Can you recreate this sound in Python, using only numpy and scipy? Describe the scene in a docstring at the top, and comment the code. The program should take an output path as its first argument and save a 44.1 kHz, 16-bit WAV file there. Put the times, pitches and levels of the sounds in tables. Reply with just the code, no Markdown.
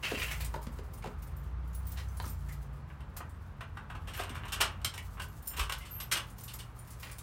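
"""Keys and door on a wooden porch deck

Someone crosses a wooden deck under a brick porch with a bunch of keys, works the lock and swings the door open.
Keys chink as short rattles that set off damped pings; lock clicks ring the door leaf and the struck part;
shoes knock and scuff on resonant boards; the leaf booms and a hinge squeaks once, both as sine tones.
Behind, shaped noise makes distant traffic, and gliding tones make road hums and an engine that revs, then is gone.
"""
import sys
import numpy as np
from scipy import signal
from scipy.io import wavfile
from scipy.ndimage import uniform_filter1d

SR = 44100
rng = np.random.default_rng(int(sys.argv[2]) if len(sys.argv) > 2 else 0)


def inscribe(sig):
    """Save sig as 16-bit PCM at rate SR to the path in sys.argv[1].

    A 1-D sig is mono; a 2-D sig holds one channel per row.
    Samples are clipped to [-1, 1] before scaling.
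    """
    pcm = np.round(np.clip(np.atleast_2d(sig).T, -1, 1) * 32767)
    wavfile.write(sys.argv[1], SR, pcm.astype(np.int16))


N = 318402


def gain_of(db):
    """Amplitude factor of a level in dB."""
    return 10 ** (np.asarray(db) / 20)


def evened(x):
    """Scale to rms 1."""
    return x / np.sqrt(np.mean(x ** 2) + 1e-20)


def read(points, hz):
    """Read a (frequency, value) table, interpolating over log frequency."""
    f, value = np.transpose(points)
    return np.interp(np.log(hz + 1), np.log(f + 1), value)


def curve(rows, column=1):
    """One column over the whole scene; -150 outside the rows, which silences a level in dB."""
    rows = np.array(rows)
    return np.interp(np.arange(N) / SR, rows[:, 0], rows[:, column], left=-150, right=-150)


def add(mix, s, sound):
    """Mix a sound in at a time in seconds, cut off at the end of the mix."""
    part = mix[..., round(s * SR):][..., :sound.shape[-1]]
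    part += sound[..., :part.shape[-1]]


def resonate(x, hz, width):
    """A resonance of gain 1 at its peak."""
    return signal.lfilter(*signal.iirpeak(hz, hz / width, SR), x)


def response(points, peaks=(), over_db=0):
    """Causal impulse response of unit energy for a spectrum with resonant peaks standing over it."""
    hz = abs(np.fft.fftfreq(8192, 1 / SR))
    gain = gain_of(np.maximum(read(points, hz), -100))
    resonances = sum(gain_of(over_db + db) / np.hypot(1, 2 * (hz - f) / w) for f, w, db in peaks)
    gain = gain * (1 + resonances)
    minimum_phase = np.exp(np.conj(signal.hilbert(np.log(gain))))
    taps = np.fft.ifft(minimum_phase).real[:4096]
    return taps / np.linalg.norm(taps)


def grit(size, per_s, spread_db):
    """Tiny random impacts of uneven size, rms 1."""
    hits = rng.standard_normal(size) * (rng.random(size) < per_s / SR)
    return evened(hits * gain_of(spread_db * np.minimum(rng.exponential(1, size), 4)))


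def rattle(decay_s, rise=0.89):
    """A blow and its rebounds: grit that builds over a share of its decay time and dies away."""
    u = np.arange(5000) / SR / decay_s
    envelope = (1 - np.exp(-u / rise)) * np.exp(-u)
    return grit(len(u), 12000, 2.9) * envelope * 2


def tone(rows, column=2, multiple=1, waver=0.011):
    """A sine on a pitch curve, slightly unsteady; its levels are rms."""
    drift = evened(uniform_filter1d(rng.standard_normal(N), 3000))
    hz = np.maximum(curve(rows), 0) * multiple * (1 + waver * drift)
    phase = 2 * np.pi * np.cumsum(hz) / SR
    return np.sqrt(2) * gain_of(curve(rows, column)) * np.sin(phase)


def keys():
    """Each chink is a tick plus damped pings of the keys struck; shuffling adds a rustle, taps are dry ticks."""
    # keys strike each other: (time [s], level [dB], pitch of the loudest mode [Hz], ring trim [dB])
    chinks = [(0.066, -37, 7040, 3), (0.14, -45, 7400, 7), (0.2277, -27, 7250, 1), (0.308, -47, 8880, -18),
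              (0.406, -28, 12600, -11), (0.444, -27.5, 8800, -4), (0.629, -44.5, 9830, 7),
              (0.934, -39.5, 14600, 9), (0.975, -42, 10400, -3), (1.221, -37.5, 14740, 7),
              (1.267, -44, 10500, -12), (1.363, -51, 13970, 18), (1.674, -52, 11900, 13),
              (1.728, -46, 6990, 5), (1.744, -39, 10690, 14), (1.85, -46, 12600, 0),
              (1.867, -38, 15100, 17), (1.916, -33.5, 14550, 8), (2.0822, -50, 6096, 20),
              (2.168, -37.5, 10600, 8), (2.219, -36, 14550, 1), (2.254, -34, 13700, -8),
              (2.276, -33.5, 9050, 4), (2.294, -39, 14200, 16), (2.485, -41, 6974, 6),
              (2.52, -35, 12400, -8), (3.165, -27, 13100, -17), (3.293, -47.5, 8160, 10),
              (4.164, -33, 12400, -9), (5.024, -44, 15300, 2), (5.282, -49, 12600, 14),
              (5.379, -48, 6990, -3), (5.422, -43, 14200, 14), (5.456, -40, 11900, 9),
              (5.471, -33, 14820, 23.5), (5.483, -41, 9500, 12), (5.568, -30, 14400, -9),
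              (5.781, -36.5, 12300, -10), (6.2967, -42, 9530, 3), (6.381, -34, 14100, -2),
              (6.407, -38, 9050, 10), (6.433, -33, 11900, 14), (6.535, -28, 11600, 8),
              (6.584, -44, 9500, 0), (6.762, -49, 14550, 4), (6.789, -47, 9600, 19),
              (6.872, -40, 12400, -17), (6.902, -36, 10000, -17), (6.997, -36, 12450, -3),
              (7.025, -35, 14920, 0), (7.043, -42, 10100, 8), (7.112, -33, 9200, 6.5),
              (7.182, -29.5, 9850, -2)]
    # modes of the bunch: (frequency [Hz], relative level [dB], t60 before hand damping [s], key index)
    modes = [(5356, -13, .13, 0), (7359, -12, .1, 0), (9502, -3, .08, 0), (11880, -5, .07, 0),
             (14550, -4, .08, 0), (8274, -6, .07, 1), (10400, -3, .06, 1), (15240, -2, .08, 1),
             (6988, -5, .11, 2), (12610, -3, .1, 2), (13700, -7, .08, 2), (6100, -9, .07, 3),
             (9055, -5, .07, 3), (11010, -8, .06, 3), (14190, -3, .07, 0), (15670, -4, .05, 3)]
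    # keys shuffle in the hand: (time [s], level [dB])
    shuffling = [(0.0, -61), (0.3, -50), (0.5, -65), (1.65, -79), (1.85, -66), (2.43, -64), (2.65, -76.5),
                 (3.58, -81), (4.1, -77), (5.25, -67), (5.61, -69.5), (7.22, -65.5)]
    # color of key on key: (frequency [Hz], relative level [dB per Hz])
    tick_color = [(1500, 0.5), (4000, 2), (6500, 4.5), (10000, 4.5), (14000, 5), (16000, 5.5)]
    # single dry ticks of a key against metal: (time [s], peak level [dB], pitch [Hz])
    taps = [(2.201, -37, 4100), (2.256, -39, 5740), (4.147, -46, 12800), (4.178, -29, 12600),
            (4.2, -44, 12800), (4.237, -47, 12800), (4.245, -54, 12500), (4.481, -48, 12500)]
    chink_decay_s = 0.0087
    far_db_per_octave = -4  # modes far from the struck one are barely stirred
    tap_width = .25  # share of the pitch

    hz, mode_db, t60, key = np.transpose(modes)
    smooth = uniform_filter1d(rng.standard_normal(N), size=900)
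    bursts = evened(uniform_filter1d(smooth, size=900))
    shuffle = gain_of(curve(shuffling) + 4.4 * bursts)  # the bunch shifts in fits and starts
    ticks = shuffle * grit(N, 5000, 0.46)
    blows, dry = np.zeros((len(hz), N)), np.zeros(N)

    for s, db, pitch, ring_db in chinks:
        blow = gain_of(db - 11.0) * rattle(chink_decay_s, rise=0.78)
        # the contact is brightest near the struck mode
        add(ticks, s, 0.87 * blow + 0.7 * resonate(blow, pitch, 1640.0))

        # modes of the struck key answer more than those of its neighbors
        loudest = np.argmin(abs(hz - pitch))
        touch_db = np.where(key == key[loudest], -6., -18.) + 4.0 * rng.standard_normal(len(hz))
        touch_db += far_db_per_octave * abs(np.log2(hz / pitch))
        touch_db[loudest] = 0

        # keys meet one after another, then rebound
        late = rng.uniform(0, 2.5 * chink_decay_s, (len(hz), 3))
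        gains = gain_of(db + ring_db + touch_db)
        for track, gain, (first, rebound, again) in zip(blows, gains, late):
            add(track, s + 0.31 * first, np.array([gain]))
            add(track, s + first + rebound, np.array([0.5 * gain]))
            add(track, s + first + 2 * rebound + again, np.array([-0.3 * gain]))

    for s, db, pitch in taps:
        width = tap_width * pitch
        tap = resonate(resonate(signal.unit_impulse(400), pitch, width), pitch, width)
        add(dry, s, gain_of(db) * tap / abs(tap).max())

    rings = np.zeros(N)
    widths = 1.4 * np.log(1000) / np.pi / t60  # in Hz; the hand damps the modes
    for blow, f, db, width in zip(blows, hz, mode_db, widths):
        impulse_gain = SR / (2 * np.pi * width)  # wide and narrow modes start equally loud
        rings += gain_of(db - 18.5) * resonate(blow, f, width) * impulse_gain
    return signal.oaconvolve(ticks, response(tick_color))[:N] + rings + dry


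def lock():
    """Blows ring the lock, the door leaf and the part struck; how hard the contact is sets the treble."""
    # lock, latch and door: (time [s], level [dB], treble against body [dB], part pitch [Hz], rattle decay [s])
    clicks = [(2.9, -39.5, -23, 1435, 0.0052), (3.004, -41.5, -10, 3380, 0.0055),
              (3.163, -39, -20, 950, 0.0069), (3.204, -27.5, -41, 1270, 0.0038),
              (3.606, -27.5, -15, 1290, 0.0055), (3.77, -31, -16.5, 1310, 0.0045),
              (3.808, -46, -25, 1480, 0.0031), (3.898, -31, -15.5, 1240, 0.0061),
              (3.948, -34, -16.5, 930, 0.0075), (4.071, -35.5, -6, 2660, 0.017),
              (4.133, -40, 2.5, 1640, 0.013), (4.17, -34.5, -9, 1170, 0.012),
              (4.188, -28.5, -6, 2420, 0.014), (4.234, -36.5, 1.5, 2640, 0.004),
              (4.292, -44, 6.5, 2830, 0.0053), (4.346, -49.5, 6.5, 2100, 0.014),
              (4.451, -38, -6, 1290, 0.0064), (4.48, -41.5, 1, 1110, 0.0072), (4.52, -31.5, 6, 2700, 0.011),
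              (4.564, -44, -23, 1260, 0.03), (4.602, -20.5, -11, 1360, 0.0042),
              (4.606, -14.5, -0.5, 2800, 0.0058), (4.614, -22, 6.5, 1330, 0.0029),
              (4.635, -31, -9, 2800, .004), (4.642, -33, 0.5, 1170, 0.0083), (4.815, -54, 7, 2740, 0.0032),
              (4.846, -25, 11, 2690, 0.0026), (4.936, -40.5, 3, 950, 0.0077), (4.977, -35, 3, 1970, 0.004),
              (5.168, -39, -22, 1070, 0.013), (5.196, -30.5, -8, 1290, 0.0067),
              (5.217, -50, 13, 1340, 0.006), (5.531, -34, -12.5, 1030, 0.0085),
              (5.563, -36, 3, 1510, 0.015), (5.592, -25.5, -1, 1080, 0.0094), (5.626, -37, 2, 2780, 0.0094),
              (5.694, -25.5, -4.5, 1130, 0.0052), (5.722, -31.5, 8.5, 1290, 0.0033),
              (5.803, -48, 0, 2060, 0.022), (5.85, -48, 4.5, 2800, 0.013), (6, -37.5, 6, 2700, 0.0084),
              (6.113, -27.5, 7.5, 1520, 0.0085), (6.119, -28, 9.5, 3480, 0.0088),
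              (6.153, -31.5, -11, 2980, 0.011), (6.168, -26, 1.5, 2950, 0.0059),
              (6.194, -39.5, -5, 3130, 0.013), (6.478, -47, 10.5, 2360, 0.0061),
              (6.485, -47.5, 6.5, 4870, 0.013), (6.586, -46, 7, 3470, 0.014)]
    # resonances of lock and leaf: (frequency [Hz], width [Hz], level over the broad knock [dB])
    leaf_rings = [(1150, 110, 4), (1570, 120, 4), (2870, 190, 8), (3500, 250, 4), (5400, 300, 4),
                  (8700, 900, 15), (12700, 1300, 14)]
    # broad color of the knock: (frequency [Hz], relative level [dB per Hz])
    knock_color = [(150, -52), (250, 4.5), (528, 3.5), (1180, 9), (2130, 3), (2860, 2), (4900, -19),
                   (5440, -21), (9830, -29), (16000, -32.5)]
    # the key grinds in the barrel and the door shifts in its frame, a list each: (time [s], level [dB])
    grinds = [
        [(3.9, -90), (4.294, -46.5), (4.58, -45), (5.1, -79)],
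        [(5.5, -54), (5.692, -72), (6.0, -55)],
    ]
    # ring of the struck part by its pitch: (pitch [Hz], ring over the blow [dB])
    part_ring = [(1000, 6.5), (1450, 11), (2050, 21), (2750, -38), (3300, -10), (4000, 9)]
    mid_share = 0.39  # share of a soft blow's treble loss in dB that the middle band loses too

    body, treble, parts = np.zeros((3, N))
    soft = np.zeros(N)  # what soft blows lack above about 1.9 kHz
    for rows in grinds:
        body += gain_of(curve(rows) - 7.0) * grit(N, 1500, 5.2)
    for s, db, treble_db, pitch, decay_s in clicks:
        blow = gain_of(db - 6.0) * rattle(decay_s)
        add(body, s, blow)
        add(soft, s, (1 - gain_of(mid_share * min(treble_db, 0))) * blow)
        add(treble, s, gain_of(treble_db) * blow)
        part = resonate(resonate(blow, pitch, .16 * pitch), pitch, pitch)
        add(parts, s, gain_of(read(part_ring, pitch)) * part)

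    lacking = signal.sosfiltfilt(signal.butter(2, 1900, "high", fs=SR, output="sos"), soft)
    body = body - lacking
    ring = response(knock_color, leaf_rings)
    out = parts
    for blows, band in ((body, "low"), (treble, "high")):
        split = signal.butter(4, 5000, band, fs=SR, output="sos")
        band_ring = signal.sosfilt(split, ring)
        out = out + signal.oaconvolve(blows, band_ring / np.linalg.norm(band_ring))[:N]
    return out


def steps():
    """A footfall pushes the boards, most of all those near its pitch; a hard heel adds a bright tap."""
    # heels and soles land: (time [s], level [dB], pitch [Hz])
    footfalls = [(0.116, -30.5, 467), (0.133, -37.5, 296), (0.54, -35.5, 950), (0.558, -39, 600),
                 (0.667, -38, 231), (0.787, -41.5, 456), (1.041, -36, 830), (1.057, -39, 530),
                 (1.07, -40, 230), (2.199, -38.5, 910), (2.24, -41.5, 1240), (2.259, -43, 260),
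                 (4.196, -34.5, 680), (4.299, -45, 273), (5.582, -38.5, 970), (6.157, -40, 846)]
    # resonances of the deck: (frequency [Hz], width [Hz], relative level [dB])
    board_modes = [(151, 130, -7), (254, 67, 22), (443, 130, 29), (635, 210, 21), (970, 77, 29),
                   (1300, 130, 28)]
    footfall_decay_s, heel_db = 0.0046, -6
    land_s = 0.00513  # the weight lands this long after the sole touches
    struck_width_hz, boards_share = 125, .7  # ring of the struck board, part of the other boards

    out = np.zeros(N)
    for s, db, pitch in footfalls:
        blow = rattle(footfall_decay_s, rise=0.26)
        t = np.arange(len(blow)) / SR
        # part of the weight lands in one stroke
        push = blow + 1.3 * np.exp(-(4 * pitch * (t - land_s)) ** 2)
        boards = np.zeros(len(blow))
        for f, width, mode_db in board_modes:
            stirred_db = mode_db - 2.2 * np.log(f / pitch) ** 2
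            boards += gain_of(stirred_db) * resonate(push, f, width)
        struck = evened(resonate(push, pitch, struck_width_hz))
        # soft soles give little treble
        knock = resonate(boards_share * evened(boards) + struck, pitch, 2.5 * pitch)
        heel = gain_of(heel_db) * resonate(blow, 1200.0, 1670.0)
        add(out, s, gain_of(db + 6.0) * (knock / abs(knock).max() + heel))
    return out


def scuffs():
    """Stick and slip of the sole: dense grit in uneven clumps, part of it ringing at the pitch of the rasp."""
    # soles drag over the grain: (time [s], level [dB], rise [s], fade [s], rasp pitch [Hz], ringing share [0-1])
    drags = [(.024, -34, 0.0085, 0.057, 2800, 0.54), (.08, -40, 0.031, 0.015, 2820, 0.5),
             (0.137, -38.5, .01, .025, 2750, .8), (0.166, -38.5, .01, 0.022, 2300, 0.55),
             (0.194, -32.5, 0.0073, .01, 2840, 0.8), (.213, -33, 0.0062, 0.024, 2730, 0.7),
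             (.25, -42.5, 0.022, 0.055, 2860, 0.7), (.302, -35.5, 0.012, 0.021, 2150, 0.67),
             (0.402, -42, 0.0039, 0.028, 2390, 0.32), (1.019, -49, 0.0065, 0.019, 2140, 0.54),
             (1.94, -45, 0.049, 0.019, 2940, 0), (2.483, -53.5, 0.0099, 0.034, 1990, 1),
             (7.02, -44.5, 0.012, 0.019, 2110, 0.5), (7.05, -51.5, 0.022, 0.054, 1500, 0.34),
             (7.104, -57.5, 0.0083, 0.025, 2260, 0.9)]
    # broad color of the rasp: (frequency [Hz], relative level [dB per Hz])
    rasp_color = [(300, -9.5), (700, -6.5), (1800, -2.5), (2700, -3.5), (4800, -8), (9000, -16),
                  (16000, -22)]
    # resonances of the rasp: (share of the rasp pitch, width [Hz], level before the common lift [dB])
    rasp_rings = [(.8, 247, -19), (1, 340, 8)]
    drag_fade_db = -12  # fall of the force over each fade time

    out = np.zeros(N)
    plain = response(rasp_color)
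    for s, db, rise, fade, pitch, ring in drags:
        clumps = evened(uniform_filter1d(rng.standard_normal(16000), 300))
        grains = grit(16000, 5000, 0.33) * gain_of(2.8 * clumps)
        t = np.arange(len(grains)) / SR
        falling = gain_of(db + drag_fade_db * np.maximum(t - rise, 0) / fade)
        force = np.minimum(t / rise, 1) ** 2 * falling
        peaks = [(share * pitch, width, peak_db) for share, width, peak_db in rasp_rings]
        rasp = response(rasp_color, peaks, over_db=16)
        add(out, s, signal.oaconvolve(force * evened(grains), ring * rasp + (1 - ring) * plain))
    return out


def door():
    """The leaf booms as a sine under a smooth swell; the hinge squeaks as a sine whose pitch arches up and down."""
    # the leaf comes free: (time [s], peak level [dB], frequency [Hz], length [s])
    boom = (5.562, -32, 66, .105)
    squeak_s, squeak_length_s, squeak_edge_s = 5.906, .142, .006
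    squeak_hz, squeak_arch_hz = 12000, 630  # pitch at the ends, rise in between
    squeak_db, squeak_swell_db = -46.5, -0.5  # rms level at the start, change by the end

    u = np.linspace(0, 1, 30)
    edge = np.clip(np.minimum(u, 1 - u) * squeak_length_s / squeak_edge_s, .05, 1)
    times = squeak_s + squeak_length_s * u
    pitches = squeak_hz + squeak_arch_hz * np.sqrt(np.sin(np.pi * u ** 1.25))
    levels = squeak_db + squeak_swell_db * u + 20 * np.log10(edge)
    out = tone(np.transpose([times, pitches, levels]), waver=0.00072)

    s, db, hz, length = boom
    t = np.arange(0, length, 1 / SR)
    swell = np.sin(np.pi * t / length) ** 2
    add(out, s, gain_of(db) * swell * np.sin(2 * np.pi * hz * t))
    return out


def porch(x):
    """Brick walls and ceiling: sparse echoes of random sign, each band dying away at its own speed."""
    # decay of the porch: (frequency [Hz], t60 [s])
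    decay = [(200, 0.28), (1000, 0.3), (3000, 0.22), (8000, 0.16), (16000, 0.087)]
    shift_s = .05  # period of the hand-over between two echo patterns, which varies the echo from blow to blow

    out, turn = np.zeros(N), 2 * np.pi * np.arange(N) / SR / shift_s
    for share in (np.cos(turn), np.sin(turn)):
        echoes = np.zeros(SR // 2)
        at = np.arange(180, len(echoes) - 10, 10)
        echoes[at + rng.integers(0, 10, len(at))] = rng.choice([-1., 1.], len(at))
        hz, t, z = signal.stft(echoes, SR, nperseg=256)
        fall = gain_of(-60 * t / read(decay, hz)[:, None])
        tail = signal.istft(z * fall, SR, nperseg=256)[1]
        out += signal.oaconvolve(share * x, tail / np.linalg.norm(tail))[:N]
    return out


def traffic():
    """Patchy noise whose rumble and tyre roar swell separately, with engine tones and road hums on top."""
    # engine: (time [s], firing pitch [Hz], level [dB], level at 1.5 times [dB], level at 2.5 times [dB])
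    engine_rows = [(0.0, 56.07, -52, -54, -59.5), (0.43, 59.38, -37.5, -50, -52),
                   (1.03, 47.2, -52.5, -57, -62), (1.52, 60.45, -38.5, -54, -53.5),
                   (2.09, 64.85, -40.5, -45.5, -59), (2.43, 56.7, -38.5, -44.5, -48.5),
                   (2.85, 56.4, -50, -85, -48), (3.3, 57, -50, -77, -93)]
    # steadier hums from the road, a list each: (time [s], pitch [Hz], rms level [dB])
    hums = [
        [(3.1, 89.8, -52.5), (5.11, 89.2, -48.5), (5.6, 84.8, -81)],
        [(3.9, 47.0, -49), (5.0, 53.3, -49), (7.22, 46.6, -58.5)],
        [(5.9, 116.4, -59), (6.91, 116.5, -52.5), (7.22, 125.9, -57.5)],
    ]
    # color of the traffic noise: (frequency [Hz], relative level [dB per Hz])
    noise_color = [(12, -67), (20, -14), (36, -26), (65, 5.5), (98, -5), (113, -2.5), (150, -8.5),
                   (270, -25.5), (328, -29), (607, -34), (698, -34), (873, -31.5), (1220, -30.5),
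                   (2020, -41), (16000, -76)]
    # swells of the road: (time [s], rumble level [dB], tyre roar level [dB])
    road = [(0.0, -53, -56), (0.4, -45.5, -55.5), (3.58, -47, -58), (4.38, -45.5, -54.5), (5.25, -47, -58),
            (7.22, -50.5, -57.5)]

    frames, hz = N // 512 + 6, np.fft.rfftfreq(2048, 1 / SR)
    real, imaginary, patches = rng.standard_normal((frames, 1025, 3)).T
    # smooth the patches over frequency, then over time
    patches = evened(uniform_filter1d(uniform_filter1d(patches, 14, 0), 8, 1))
    z = (real + 1j * imaginary) * gain_of(read(noise_color, hz)[:, None] + 0.71 * patches)

    low = 1 / (1 + (hz / 386.0) ** 4)[:, None]  # power share of the rumble
    bands = []
    for part in (low, 1 - low):
        band = signal.istft(z * np.sqrt(part), nperseg=2048, noverlap=1536)[1][:N]
        bands.append(evened(band))
    rumble, roar = bands
    noise = gain_of(curve(road) - 0.5) * rumble + gain_of(curve(road, column=2) + 0.5) * roar

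    engine = tone(engine_rows)
    engine += tone(engine_rows, column=3, multiple=3 / 2)
    engine += tone(engine_rows, column=4, multiple=5 / 2)
    return noise + engine + sum(tone(rows, waver=0.0073) for rows in hums)


def scene():
    """Keys, door and feet, their echo in the porch, and the traffic beyond."""
    near, feet = keys() + lock() + scuffs() + door(), steps()
    # knocks travel through the deck and stir the porch less
    echo = porch(near + .7 * feet)
    return (near + feet + gain_of(-2.5) * echo + traffic())[None]


def record(dry):
    """The microphone loses the deepest bass; then the band limit of the recorder cuts the top treble."""
    edge_hz = 15930
    thinned = signal.sosfilt(signal.butter(2, 36., "high", fs=SR, output="sos"), dry)
    band_limit = signal.firwin(511, edge_hz, window=("kaiser", 9), fs=SR)
    return signal.oaconvolve(thinned, band_limit[None], "same")


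dry = scene()
out = record(dry)
inscribe(out)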